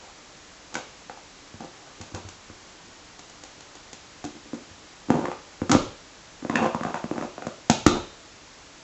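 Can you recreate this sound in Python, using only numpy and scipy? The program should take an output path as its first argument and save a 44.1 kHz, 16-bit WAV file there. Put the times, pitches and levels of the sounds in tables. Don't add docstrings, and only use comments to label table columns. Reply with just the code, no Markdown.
import sys
import numpy as np
from scipy import signal
from scipy.fft import rfft, irfft
from scipy.io import wavfile
from scipy.ndimage import uniform_filter1d

SR = 44100
rng = np.random.default_rng(int(sys.argv[2]) if len(sys.argv) > 2 else 0)


def master(y):
    cut = np.clip(np.atleast_2d(y).T, -1, 1)
    pcm = np.round(cut * 32767)
    wavfile.write(sys.argv[1], SR, pcm.astype(np.int16))


N = 389396
T = np.arange(SR // 5) / SR


def amp(db):
    return 10 ** (np.asarray(db) / 20)


def unit_rms(x):
    return x / np.sqrt(np.mean(x ** 2) + 1e-20)


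def unit_peak(x):
    return x / abs(signal.hilbert(x)).max()


def curve_at(points, hz):
    f, value = np.transpose(points)
    return np.interp(np.log(hz + 1), np.log(f), value)


def eq(x, points):
    gain = amp(curve_at(points, np.fft.rfftfreq(len(x), 1 / SR)))
    return irfft(rfft(x) * gain, len(x))


def add(mix, s, sound):
    part = mix[max(round(s * SR), 0):][:len(sound)]
    part += sound[:len(part)]


# f/Hz, relative level/dB
HISS_EQ = [(15, -53), (25, -1.5), (258, -3), (299, 0.5), (354, -3.5), (507, -4), (841, -4.5), (1270, -5.5),
           (2800, -9), (7170, -10), (7900, -17), (10300, -53), (17400, -120)]
def hiss(level_db=-48.5):
    return amp(level_db) * unit_rms(eq(rng.standard_normal(N), HISS_EQ))


# start t/s, end t/s, level before trim/dB, thump re skin/dB
RUB_STROKES = [(.005, 0.094, -47.5, -13), (0.716, .745, -41.5, -13), (0.755, 0.786, -33, -9),
               (1.603, 1.659, -38, 0), (1.812, 1.918, -49.5, -18), (1.987, 2.076, -52.5, 0),
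               (2.146, 2.192, -37.5, -3), (5.111, 5.255, -29.5, 4), (5.719, 5.739, -20, 4.5),
               (6.503, 6.555, -28, 1), (6.559, 6.673, -22, -5.5), (6.862, 6.906, -29, -4),
               (6.947, 6.985, -26.5, -16.5), (7.138, 7.255, -34.5, 0.5), (7.902, 7.971, -26.5, 3.5)]
def rubs(slips_per_s=170, uneven_db=4.0, skin_hz=840, body_hz=250, trim_db=-2):
    out = np.zeros(N)
    for start, end, db, thump_db in RUB_STROKES:
        onsets = np.arange(start, end, 1 / slips_per_s)
        jitter = np.clip(rng.standard_normal((len(onsets), 4)), -2, 2)
        for s, (late, size, spot, squeeze) in zip(onsets, jitter):
            skin = skin_ring(skin_hz * np.exp(0.21 * spot), rise=0.00048, scatter=0.033)
            body = body_thump(body_hz * np.exp(0.15 * squeeze), rise=0.00029, scatter=0.014)
            jerk = skin + amp(thump_db) * body + amp(crispness(db)) * crack(t60=0.029)
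            add(out, s + .35 * late / slips_per_s, amp(trim_db + db + uneven_db * size) * jerk)
    return out


def rubber_modes(modes, hz, rise, scatter):
    ratio, db, t60 = np.transpose(modes)[:, :, None]
    detune, share = rng.standard_normal((2, len(modes), 1))
    mode_hz = hz * ratio * (1 + scatter * detune)
    partials = amp(db + share - 60 * T / t60) * np.cos(2 * np.pi * mode_hz * T)
    tone = partials.sum(0) * (1 - np.exp(-T / rise))
    span_hz = [0.83 * hz * ratio.min(), 1.9 * hz * ratio.max()]
    band = signal.butter(3, span_hz, "bandpass", fs=SR, output="sos")
    return unit_peak(signal.sosfilt(band, tone))


# multiple of skin pitch, level/dB, t60/s
SKIN_MODES = [(.65, -8.5, 0.017), (1.0, -2, 0.015), (1.45, 1, 0.0055), (2.0, -12, 0.007),
              (2.6, 2.5, 0.0015)]
def skin_ring(hz, rise, scatter, damping_hz=2500):
    damping = signal.butter(2, damping_hz, fs=SR, output="sos")
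    return signal.sosfilt(damping, rubber_modes(SKIN_MODES, hz, rise, scatter))


# multiple of body pitch, level/dB, base t60/s
BODY_MODES = [(.44, -21, 0.035), (.62, -6.5, 0.025), (.78, -4.5, 0.058), (1.0, 8, 0.031),
              (1.02, -15, 0.026), (1.8, -5.5, 0.0084)]
def body_thump(hz, rise, scatter, sustain=1):
    return rubber_modes(np.multiply(BODY_MODES, [1, 1, sustain]), hz, rise, scatter)


# f/Hz, relative level/dB
CRACK_EQ = [(100, -49), (400, -27), (1200, 2.5), (2500, 2), (4000, 3.5), (5200, 3), (6800, 8.5), (8000, -2)]
def crack(t60, rise=0.00039):
    burst = rng.standard_normal(len(T)) * amp(-60 * T / t60) * (1 - np.exp(-T / rise))
    spectrum = rfft(np.roll(burst, SR // 2000))
    whitened = spectrum / np.sqrt(uniform_filter1d(abs(spectrum) ** 2, size=60))
    gate = T < T[-1] / 2
    return unit_peak(eq(irfft(whitened, len(T)), CRACK_EQ) * gate)


def crispness(db, light_db=-45, firm_db=-26):
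    return np.interp(db, [light_db, firm_db], [0, -15])


# f/Hz, gain/dB, t60/s
AIR_MODES = [(516.4, 7, 0.15), (729, 3, 0.071), (1166, -3, .15), (1517, -1, .16), (2065, 4, 0.36)]
def air_ring(x):
    hz, db, t60 = np.transpose(AIR_MODES)[:, :, None]
    notes = amp(db - 60 * T / t60) * np.cos(2 * np.pi * hz * T)
    resonance_norm = 2 * np.log(1000) / (t60 * SR)
    return signal.fftconvolve(x, (notes * resonance_norm).sum(0))[:N]


# t/s, level/dB
REFLECTIONS = [(.0035, -19.5), (.0086, -17.5), (0.0126, -9.5), (0.0175, -15), (.021, -18.5)]
# f/Hz, t60/s
TAIL_DECAY = [(60, 0.31), (250, 0.32), (600, 0.42), (1500, 0.42), (4000, 0.49), (8000, 0.36)]
# f/Hz, t/s
TAIL_ATTACK = [(100, 0.06), (300, 0.012), (1000, 0.011), (4000, .012), (8000, 0.019)]
# f/Hz, level/dB
TAIL_EQ = [(60, 4), (150, -5), (290, -12.5), (380, 3.5), (520, 1), (900, -2.5), (1400, -2), (1900, -7.5),
           (2600, 4.5), (8000, -4.5)]
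def room(x):
    length = SR * 3 // 4
    hz, t, bands = signal.stft(rng.standard_normal(length), SR, nperseg=512)
    t60 = curve_at(TAIL_DECAY, hz)[:, None]
    attack = curve_at(TAIL_ATTACK, hz)[:, None]
    decay = amp(curve_at(TAIL_EQ, hz)[:, None] - 60 * t / t60)
    bloom = 1 - np.exp(-(t / attack) ** 2)
    energy_norm = np.sqrt(2 * np.log(1000) / (t60 * SR))
    impulse = signal.istft(bands * decay * bloom * energy_norm, SR, nperseg=512)[1][:length]
    for s, db in REFLECTIONS:
        impulse[round(s * SR)] += amp(db)
    return signal.fftconvolve(x, impulse)[:N]


# t/s, f/Hz
GRIP_PITCH = [(.75, 300), (1.1, 217), (2.0, 215), (2.15, 295), (4.53, 293.5), (5.1, 262), (5.75, 262),
              (6.5, 255), (6.62, 218), (7.04, 220), (7.11, 290), (7.42, 292), (7.47, 208), (7.7, 215),
              (7.86, 273.6)]
def touch(s, db, skin_hz, thump_db, crack_db, send_db=-1, sustain=1):
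    body_hz = np.interp(s, *np.transpose(GRIP_PITCH))
    skin = skin_ring(skin_hz, rise=0.00029, scatter=0.082)
    body = amp(thump_db) * body_thump(body_hz, rise=0.0014, scatter=0.029, sustain=sustain)
    out = np.zeros(N)
    add(out, s, amp(db) * (skin + body + amp(crack_db) * crack(t60=0.023)))
    return np.array([out, amp(send_db) * out])


# t/s, level before trim/dB
FINGER_TAPS = [(0.742, -34.5), (2.012, -39), (2.287, -39.5), (3.192, -43.5), (3.296, -46.5), (3.436, -41),
               (3.606, -44), (3.753, -43.5), (3.93, -37.5), (4.249, -37), (4.542, -46)]
def taps(trim_db=1):
    return sum(touch(s, trim_db + db, skin_hz=800, thump_db=-4, crack_db=12) for s, db in FINGER_TAPS)


# t/s, level before trim/dB, skin f/Hz, thump re skin/dB, crack re skin/dB
RUBBER_SNAPS = [(.753, -18, 1600, -13.5, -2.5), (2.147, -32, 830, -12, 5.5), (4.241, -28, 756, -7, -2.5),
                (5.695, -17.5, 1200, -1, -1), (5.715, -11, 1375, -6, 3.5), (5.722, -18, 853, 4, 1),
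                (5.732, -19, 1230, -2, -8), (5.742, -25.5, 1198, -2, -7), (6.556, -7.5, 1585, -14, -14),
                (7.468, -21.5, 616, -4, -7.5), (7.698, -10, 950, 1, 4), (7.864, -7, 1301, 3, -.5)]
def snaps(trim_db=2):
    return sum(touch(s, trim_db + db, hz, thump_db, crack_db)
               for s, db, hz, thump_db, crack_db in RUBBER_SNAPS)


# t/s, level before trim/dB, skin f/Hz, thump re skin/dB
FINGER_SLIPS = [(1.097, -26, 840, -18), (1.174, -37, 780, -20), (5.103, -13, 850, 4),
                (5.255, -20.5, 1020, -17), (5.283, -21.5, 515, -5.5), (5.316, -22, 854, -21),
                (6.449, -24, 565.5, 0), (6.497, -17.5, 1166, -0.5), (6.661, -16.5, 761, -9),
                (6.747, -16.5, 900, -5), (6.81, -21.5, 600, -5.5), (6.834, -20, 1133, -17),
                (6.85, -20, 690, -4), (6.943, -18, 886, -14), (7.041, -23.5, 660, -0.5),
                (7.112, -22, 618, 3), (7.18, -19.5, 587, -7), (7.225, -21.5, 640, -26),
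                (7.38, -26, 660, -11), (7.422, -25, 830, -14), (7.449, -36, 800, -2)]
def slips(trim_db=2, crack_db=-16.5, pivot_hz=700, db_per_octave=7):
    return sum(touch(s, trim_db + db, hz, thump_db, crack_db + db_per_octave * np.log2(hz / pivot_hz))
               for s, db, hz, thump_db in FINGER_SLIPS)


# t/s, touch level before trim/dB, boom level/dB
BALLOON_BUMPS = [(1.54, -41, -37), (2.002, -42, -34), (2.12, -44, -51), (2.141, -37, -26.5),
                 (2.249, -46, -31), (2.498, -42, -39), (4.242, -38, -37), (4.71, -49.5, -42),
                 (5.617, -21, -27), (5.749, -10, -21.5)]
def bumps(trim_db=2):
    return sum(touch(s, trim_db + db, skin_hz=560, thump_db=3, crack_db=crispness(db), send_db=0)
               + boom(s, boom_db, hz=96, t60=.11) for s, db, boom_db in BALLOON_BUMPS)


def boom(s, db, hz, t60, rise=0.0036):
    out, t = np.zeros(N), np.arange(SR // 2) / SR
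    envelope = amp(db - 60 * t / t60) * (1 - np.exp(-t / rise))
    add(out, s, envelope * np.sin(2 * np.pi * hz * t))
    return out


# t/s, level before trim/dB
PALM_PATS = [(1.599, -48), (4.249, -33.5), (4.351, -44), (4.457, -48), (4.532, -29.5), (5.085, -33.5),
             (5.095, -29.5), (5.142, -22.5), (5.184, -30), (5.7, -20.5), (6.424, -36), (6.595, -30),
             (6.616, -27)]
def pats(trim_db=2):
    return sum(touch(s, trim_db + db, skin_hz=515, thump_db=6, crack_db=-15, send_db=1, sustain=2.6)
               for s, db in PALM_PATS)


# t/s, level/dB, f/Hz, t60/s
FLOOR_THUDS = [(5.750, -31, 37, 0.45), (7.863, -8.5, 86, 0.047), (7.866, -22, 45.2, 0.19)]
def floor_thuds():
    return sum(boom(*row) for row in FLOOR_THUDS)


def high_ring(start_s=7.866, db=-35, hz=3850, width_hz=600, t60=0.67):
    out, t = np.zeros(N), np.arange(SR // 2) / SR
    position, phase = rng.random(size=(2, 40, 1))
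    mode_hz = hz + width_hz * (position - .5)
    cluster = np.sin(2 * np.pi * (mode_hz * t + phase)).sum(0)
    add(out, start_s, amp(db - 60 * t / t60) * unit_rms(cluster))
    return out


def scene():
    direct, room_send = taps() + pats() + bumps() + slips() + snaps() + rubs() + floor_thuds()
    return (direct + air_ring(direct) + room(room_send) + high_ring() + hiss())[None]


def high_cut(x, hz):
    kernel = signal.firwin(301, hz, window=("kaiser", 8), fs=SR)
    return signal.oaconvolve(x, kernel[None], "same")


def record(dry, mic_hz=8000, ceiling_hz=16500):
    mic = high_cut(dry, mic_hz)
    clipped = mic / (1 + mic ** 8) ** (1 / 8)
    return high_cut(clipped, ceiling_hz)


dry = scene()
out = record(dry)
master(out)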